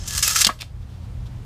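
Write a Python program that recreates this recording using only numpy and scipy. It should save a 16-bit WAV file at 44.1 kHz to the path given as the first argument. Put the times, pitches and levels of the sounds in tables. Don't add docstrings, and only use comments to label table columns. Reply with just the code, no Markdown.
import sys
import numpy as np
from scipy import signal
from scipy.fft import rfft, irfft
from scipy.io import wavfile

SR = 44100
rng = np.random.default_rng(int(sys.argv[2]) if len(sys.argv) > 2 else 0)


def generate_wav(sig):
    pcm = np.round(np.clip(np.atleast_2d(sig).T, -1, 1) * 32767).astype(np.int16)
    wavfile.write(sys.argv[1], SR, pcm)


N = 63945
TIME = np.arange(N) / SR
CUTOFF_HZ = 15430
SMOOTH_SHARE = 0.83

# freq_hz, peak_db (body() adds 6 dB), t60_s
BLADE_MODES = [(1190, 6.5, 0.05), (1353, 5.5, 0.07), (1689, 3, 0.036), (2080, -2.5, 0.028),
               (2665, -3, 0.029), (3170, -1, 0.054), (5180, -2, 0.049), (6300, -9, 0.05), (6600, -7, .07),
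               (7640, -1.5, 0.03)]
# freq_hz, peak_db (body() adds 6 dB), t60_s
CASE_MODES = [(1157, -2, 0.033), (2680, -5, 0.035), (3160, -2.5, 0.08), (3580, -2, 0.087), (4150, -5, .06),
              (4530, -5, 0.026), (5330, -2, 0.045)]


def amp(db):
    return 10 ** (np.asarray(db) / 20)


def unit(x):
    return x / np.sqrt(np.mean(x ** 2) + 1e-20)


def read(points, hz):
    f, value = np.transpose(points)
    return np.interp(np.log(hz + 1), np.log(f), value)


def level(points):
    return amp(np.interp(TIME, *np.transpose(points)))


def swell(center_s, width_s):
    return np.exp(-.5 * ((TIME - center_s) / width_s) ** 2)


def coloured_noise(spectrum):
    gain = amp(read(spectrum, np.fft.rfftfreq(N, 1 / SR)))
    return unit(irfft(rfft(rng.standard_normal(N)) * gain, N))


def drift(top_hz):
    slow = np.fft.rfftfreq(N, 1 / SR) < top_hz
    return unit(irfft(rfft(rng.standard_normal(N)) * slow, N))


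def body(spectrum, modes, tilt_db=0, size=8192):
    hz = abs(np.fft.fftfreq(size, 1 / SR))
    peaks = 0
    for f, db, t60 in modes:
        half_width_hz = np.log(1000) / (np.pi * t60)
        peaks = peaks + amp(2 * db) / (1 + ((hz - f) / half_width_hz) ** 2)
    octaves = np.log2(np.maximum(hz, 1000) / 1000)
    gain = amp(read(spectrum, hz) + tilt_db * octaves) * np.sqrt(1 + 4 * peaks)
    minimum_phase = np.exp(np.conj(signal.hilbert(np.log(gain))))
    response = np.fft.ifft(minimum_phase).real[:size // 2]
    return response / np.linalg.norm(response)


def contacts(smooth):
    grains_per_s, spread_db = 5000, 3
    sizes = amp(spread_db * np.minimum(rng.exponential(1, N), 4)) * rng.choice([-1, 1], N)
    grains = unit(sizes * (rng.random(N) < grains_per_s / SR))
    smooth = np.clip(smooth, 0, 1)
    return np.sqrt(1 - smooth) * grains + np.sqrt(smooth) * rng.standard_normal(N)


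def blows(table, spectrum, modes):
    attack_s, grain_share = 0.0018, 0.14
    out = np.zeros(N)
    for start, db, hold, t60, tilt_db in table:
        t = TIME - start
        shape = np.clip(t / attack_s, 0, 1) * amp(-60 * np.maximum(t - hold, 0) / t60)
        burst = shape * contacts(1 - grain_share)
        sound = signal.fftconvolve(burst, body(spectrum, modes, tilt_db))[:N]
        out += amp(db) * sound * np.linalg.norm(shape) / np.linalg.norm(sound)
    return out


def snaps(table, spectrum, modes):
    out = np.zeros(N)
    for start, db, tilt_db in table:
        ring = body(spectrum, modes, tilt_db)
        part = out[round(start * SR):][:len(ring)]
        part += amp(db) * ring[:len(part)] / abs(ring).max()
    return out


def ringing(start_s, level_db, rise_s, modes):
    t = np.maximum(TIME - start_s, 0)
    ring = sum(amp(gain_db - 60 * t / t60) * np.sin(2 * np.pi * hz * t) for hz, gain_db, t60 in modes)
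    return amp(level_db) * np.minimum(t / rise_s, 1) * ring


def background():
    # (per Hz, relative)
    rumble_colour = [(15, -30.5), (37, -0.5), (60, 2.5), (85, 2), (135, -8.5), (160, -13), (275, -22.5),
                     (350, -37), (700, -65.5)]
    air_colour = [(150, -22), (320, -7), (900, -11.5), (1800, -18.5), (4000, -23), (8000, -29.5),
                  (15000, -39)]
    # time_s, level_db
    rumble_level = [(0, -33.5), (.22, -34), (.55, -41.5), (.70, -39), (.765, -33), (.84, -36.5),
                    (1.14, -32), (1.45, -33.5)]
    air_level = [(0, -49), (.6, -57), (.76, -56), (1.1, -52.5), (1.45, -52)]
    # freq_hz, level_db (relative to the rumble)
    hum_tones = [(120, -7.5), (183, -18)]
    hum = np.zeros(N)
    for f, db in hum_tones:
        hum += amp(db) * np.sqrt(2) * np.sin(2 * np.pi * (f * TIME + rng.random()))
    rumble = coloured_noise(rumble_colour)
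    return (rumble + hum) * level(rumble_level) + coloured_noise(air_colour) * level(air_level)


def basement(x):
    # freq_hz, t60_s
    room_decay = [(550, 0.36), (1200, 0.24), (3000, 0.22), (7000, 0.26), (15000, 0.31)]
    tail_db, early_db, early_t60_s, gap_s = -19.5, -13.5, 0.056, 0.0025
    reflections_per_s = 2000
    t = TIME[:SR // 2]
    after_gap = t > gap_s

    hz, frame_s, z = signal.stft(rng.standard_normal(len(t)), SR, nperseg=256)
    fading = z * amp(-60 * frame_s / read(room_decay, hz)[:, None])
    tail = signal.istft(fading, SR, nperseg=256)[1][:len(t)] * after_gap

    sparse = rng.standard_normal(len(t)) * (rng.random(len(t)) < reflections_per_s / SR)
    early = sparse * amp(-60 * t / early_t60_s) * after_gap

    room = amp(tail_db) * tail / np.linalg.norm(tail) + amp(early_db) * early / np.linalg.norm(early)
    return x + signal.fftconvolve(x, room)[:N]


def fingers():
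    # center_s, level_db, width_s
    rubs = [(0.825, -60.5, 0.0076), (0.923, -59.5, 0.036), (1.044, -60.5, 0.02), (1.267, -53, 0.0076)]
    # (per Hz, relative)
    rub_colour = [(2000, -7), (3750, 1), (6000, -7), (15000, -18)]
    strokes = sum(amp(db) * swell(center, width) for center, db, width in rubs)
    return signal.fftconvolve(strokes * contacts(SMOOTH_SHARE), body(rub_colour, CASE_MODES))[:N]


def lift():
    # start_s, level_db, hold_s, t60_s, tilt_db_per_octave
    scuffs = [(.5885, -42.5, 0.0022, 0.025, -1), (.6005, -40.5, 0.0044, 0.032, -4),
              (.605, -36.5, 0.001, .016, 0.5), (.6082, -30.5, 0.005, 0.026, 0.5),
              (.6195, -23.5, 0.00091, 0.012, -2), (.628, -45, 0.0012, 0.18, -0.5)]
    # start_s, peak_db, tilt_db_per_octave
    latch_snaps = [(.6087, -32, 6), (.6199, -12.5, -1), (.6283, -21.5, -4.5)]
    # (per Hz, relative)
    click_colour = [(200, -20), (700, -15), (1200, -15.5), (2800, -2.5), (3900, -3), (5200, -6),
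                    (6200, -8.5), (8800, -11.5), (10500, -16), (15500, -21.5)]
    return blows(scuffs, click_colour, CASE_MODES) + snaps(latch_snaps, click_colour, CASE_MODES)


def recoil():
    # start_s, level_db, hold_s, t60_s, tilt_db_per_octave
    thuds = [(.466, -20, 0.0054, 0.029, 5), (.472, -26.5, 0.0012, 0.07, -3), (.493, -27, 0.0034, 0.092, 3),
             (.6272, -36, 0.00069, 0.02, -16)]
    # (per Hz, relative)
    thud_colour = [(60, -4), (190, 2), (400, -10.5), (680, -3), (880, -12), (1100, -6.5), (1950, -3.5),
                   (2500, -14), (15000, -47)]
    # freq_hz, gain_db, t60_s
    hollow_modes = [(626, -24, 0.19), (738, -11, 0.051), (1088, 2.5, 0.024), (1148, -0.5, 0.038),
                    (1269, -11.5, 0.097), (1664, -12, 0.062)]
    knock = ringing(start_s=.4903, level_db=-10.5, rise_s=.0035, modes=hollow_modes)
    return blows(thuds, thud_colour, CASE_MODES) + knock


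def hook_stop():
    # start_s, level_db, hold_s, t60_s, tilt_db_per_octave
    strikes = [(.4422, -19, 0.0026, 0.037, -2.5), (.4463, -5, 0.0026, 0.022, -0.4),
               (.4525, -17.5, 0.0018, .025, 2), (.459, -24.5, 0.002, 0.023, -5.5),
               (.4652, -17.5, 0.002, 0.019, -3), (.4671, -9.5, 0.0017, .03, 6)]
    # (per Hz, relative)
    strike_colour = [(150, -37.5), (450, -27), (1100, -17), (2400, -9.5), (3300, -2), (4300, 2.5),
                     (8000, -7), (9800, -14.5), (15500, -23)]
    # freq_hz, gain_db, t60_s
    hook_modes = [(192, -13.5, 0.049), (2854, -2.5, 0.041), (3220, 1.5, 0.047)]
    last_blow = ringing(start_s=.4668, level_db=-11.5, rise_s=.004, modes=hook_modes)
    return blows(strikes, strike_colour, CASE_MODES) + last_blow


def boom():
    # freq_hz, gain_db, t60_s
    boom_modes = [(76, 0.5, 0.077), (132, -3, 0.063)]
    return ringing(start_s=.152, level_db=-12.5, rise_s=.021, modes=boom_modes)


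def whip():
    lowest_s, lowest_hz, octave_s = .363, 1300, .0031
    level_db, width_s, lead_s = -18, .0018, .0016
    hz = np.minimum(lowest_hz * (1 + ((TIME - lowest_s) / octave_s) ** 2), CUTOFF_HZ)
    tone = np.sqrt(2) * np.sin(2 * np.pi * (np.cumsum(hz) / SR + rng.random()))
    return amp(level_db) * swell(lowest_s - lead_s, width_s) * tone


def singing():
    # center_s, width_s, pitch_hz, level_db, glide_hz_per_s
    notes = [(.135, 0.026, 1690, -41, -1200), (.235, 0.0063, 1690, -34, 0),
             (.27, 0.022, 2572, -34.5, -1100), (.318, 0.01, 1271, -33, 1202.5)]
    waver_hz, waver_top_hz = 15, 95
    out = np.zeros(N)
    for center, width, hz, db, glide in notes:
        pitch = hz + glide * (TIME - center) + waver_hz * drift(waver_top_hz)
        tone = np.sqrt(2) * np.sin(2 * np.pi * np.cumsum(pitch) / SR)
        out += amp(db) * swell(center, width) * tone
    return out


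def blade_slaps():
    # start_s, level_db, hold_s, t60_s, tilt_db_per_octave
    slap_hits = [(.0745, -28, 0.011, .04, 1.5), (.1765, -20, 0.0057, 0.014, -0.5),
                 (.2248, -14.5, 0.011, 0.032, -0.5), (.2515, -25, .0025, .02, 2.5),
                 (.2772, -12, 0.0024, 0.016, 11.5), (.276, -24, 0.0088, .03, -8.5),
                 (.305, -26.5, 0.0049, 0.02, -2), (.3605, -15.5, 0.005, 0.035, -2.5),
                 (.387, -19.5, 0.0047, 0.021, -3), (.4074, -15.5, 0.016, 0.029, -0.5),
                 (.414, -13, 0.0053, 0.028, -2)]
    # start_s, peak_db, tilt_db_per_octave
    cracks = [(.1088, -11, -1.5), (.1388, -12, 2.5), (.232, -4.5, -2), (.3608, -6, -7.5)]
    # (per Hz, relative)
    slap_colour = [(150, -30.5), (600, -30), (950, -29.5), (1250, -15.5), (2500, -8.5), (5200, 1),
                   (7400, 2), (9500, -4), (12500, -6.5), (15500, -19.5)]
    return blows(slap_hits, slap_colour, BLADE_MODES) + snaps(cracks, slap_colour, BLADE_MODES)


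def scrape():
    # time_s, level_db
    run_level = [(0, -41), (.058, -40), (.075, -35.5), (.19, -24), (.218, -33), (.24, -21), (.30, -20.5),
                 (.342, -25.5), (.362, -18.5), (.38, -21), (.425, -20), (.465, -42.5)]
    # (per Hz, relative)
    scrape_colour = [(150, -29.5), (450, -15.5), (1250, -14.5), (2300, -10), (6300, 3), (8200, -3.5),
                     (12500, -9.5), (15500, -14)]
    slide_start_s, run_end_s = .063, .474
    flutter_db, flutter_top_hz = 2, 159
    rattles_per_s, rattle_db = 220, -8.5
    spool_top_hz = 8400

    rattle_sizes = rng.choice([-1, 1], N) * rng.uniform(.5, 1, N)
    rattles = unit(rattle_sizes * (rng.random(N) < rattles_per_s / SR))
    friction = contacts(SMOOTH_SHARE) * unit(amp(flutter_db * drift(flutter_top_hz)))
    spool = signal.sosfilt(signal.butter(2, spool_top_hz, fs=SR, output="sos"), friction)
    slide = unit(friction + amp(rattle_db) * rattles)
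    rub = np.where(TIME < slide_start_s, spool, slide) * level(run_level) * (TIME < run_end_s)
    return signal.fftconvolve(rub, body(scrape_colour, BLADE_MODES))[:N]


def scene():
    blade = scrape() + singing() + whip() + blade_slaps()
    case = hook_stop() + recoil() + lift() + fingers()
    return (basement(blade + case) + boom() + background())[None]


def record(dry):
    band_limit = signal.firwin(401, CUTOFF_HZ, window=("kaiser", 9), fs=SR)
    return signal.oaconvolve(np.clip(dry, -1, 1), band_limit[None], "same")


dry = scene()
out = record(dry)
generate_wav(out)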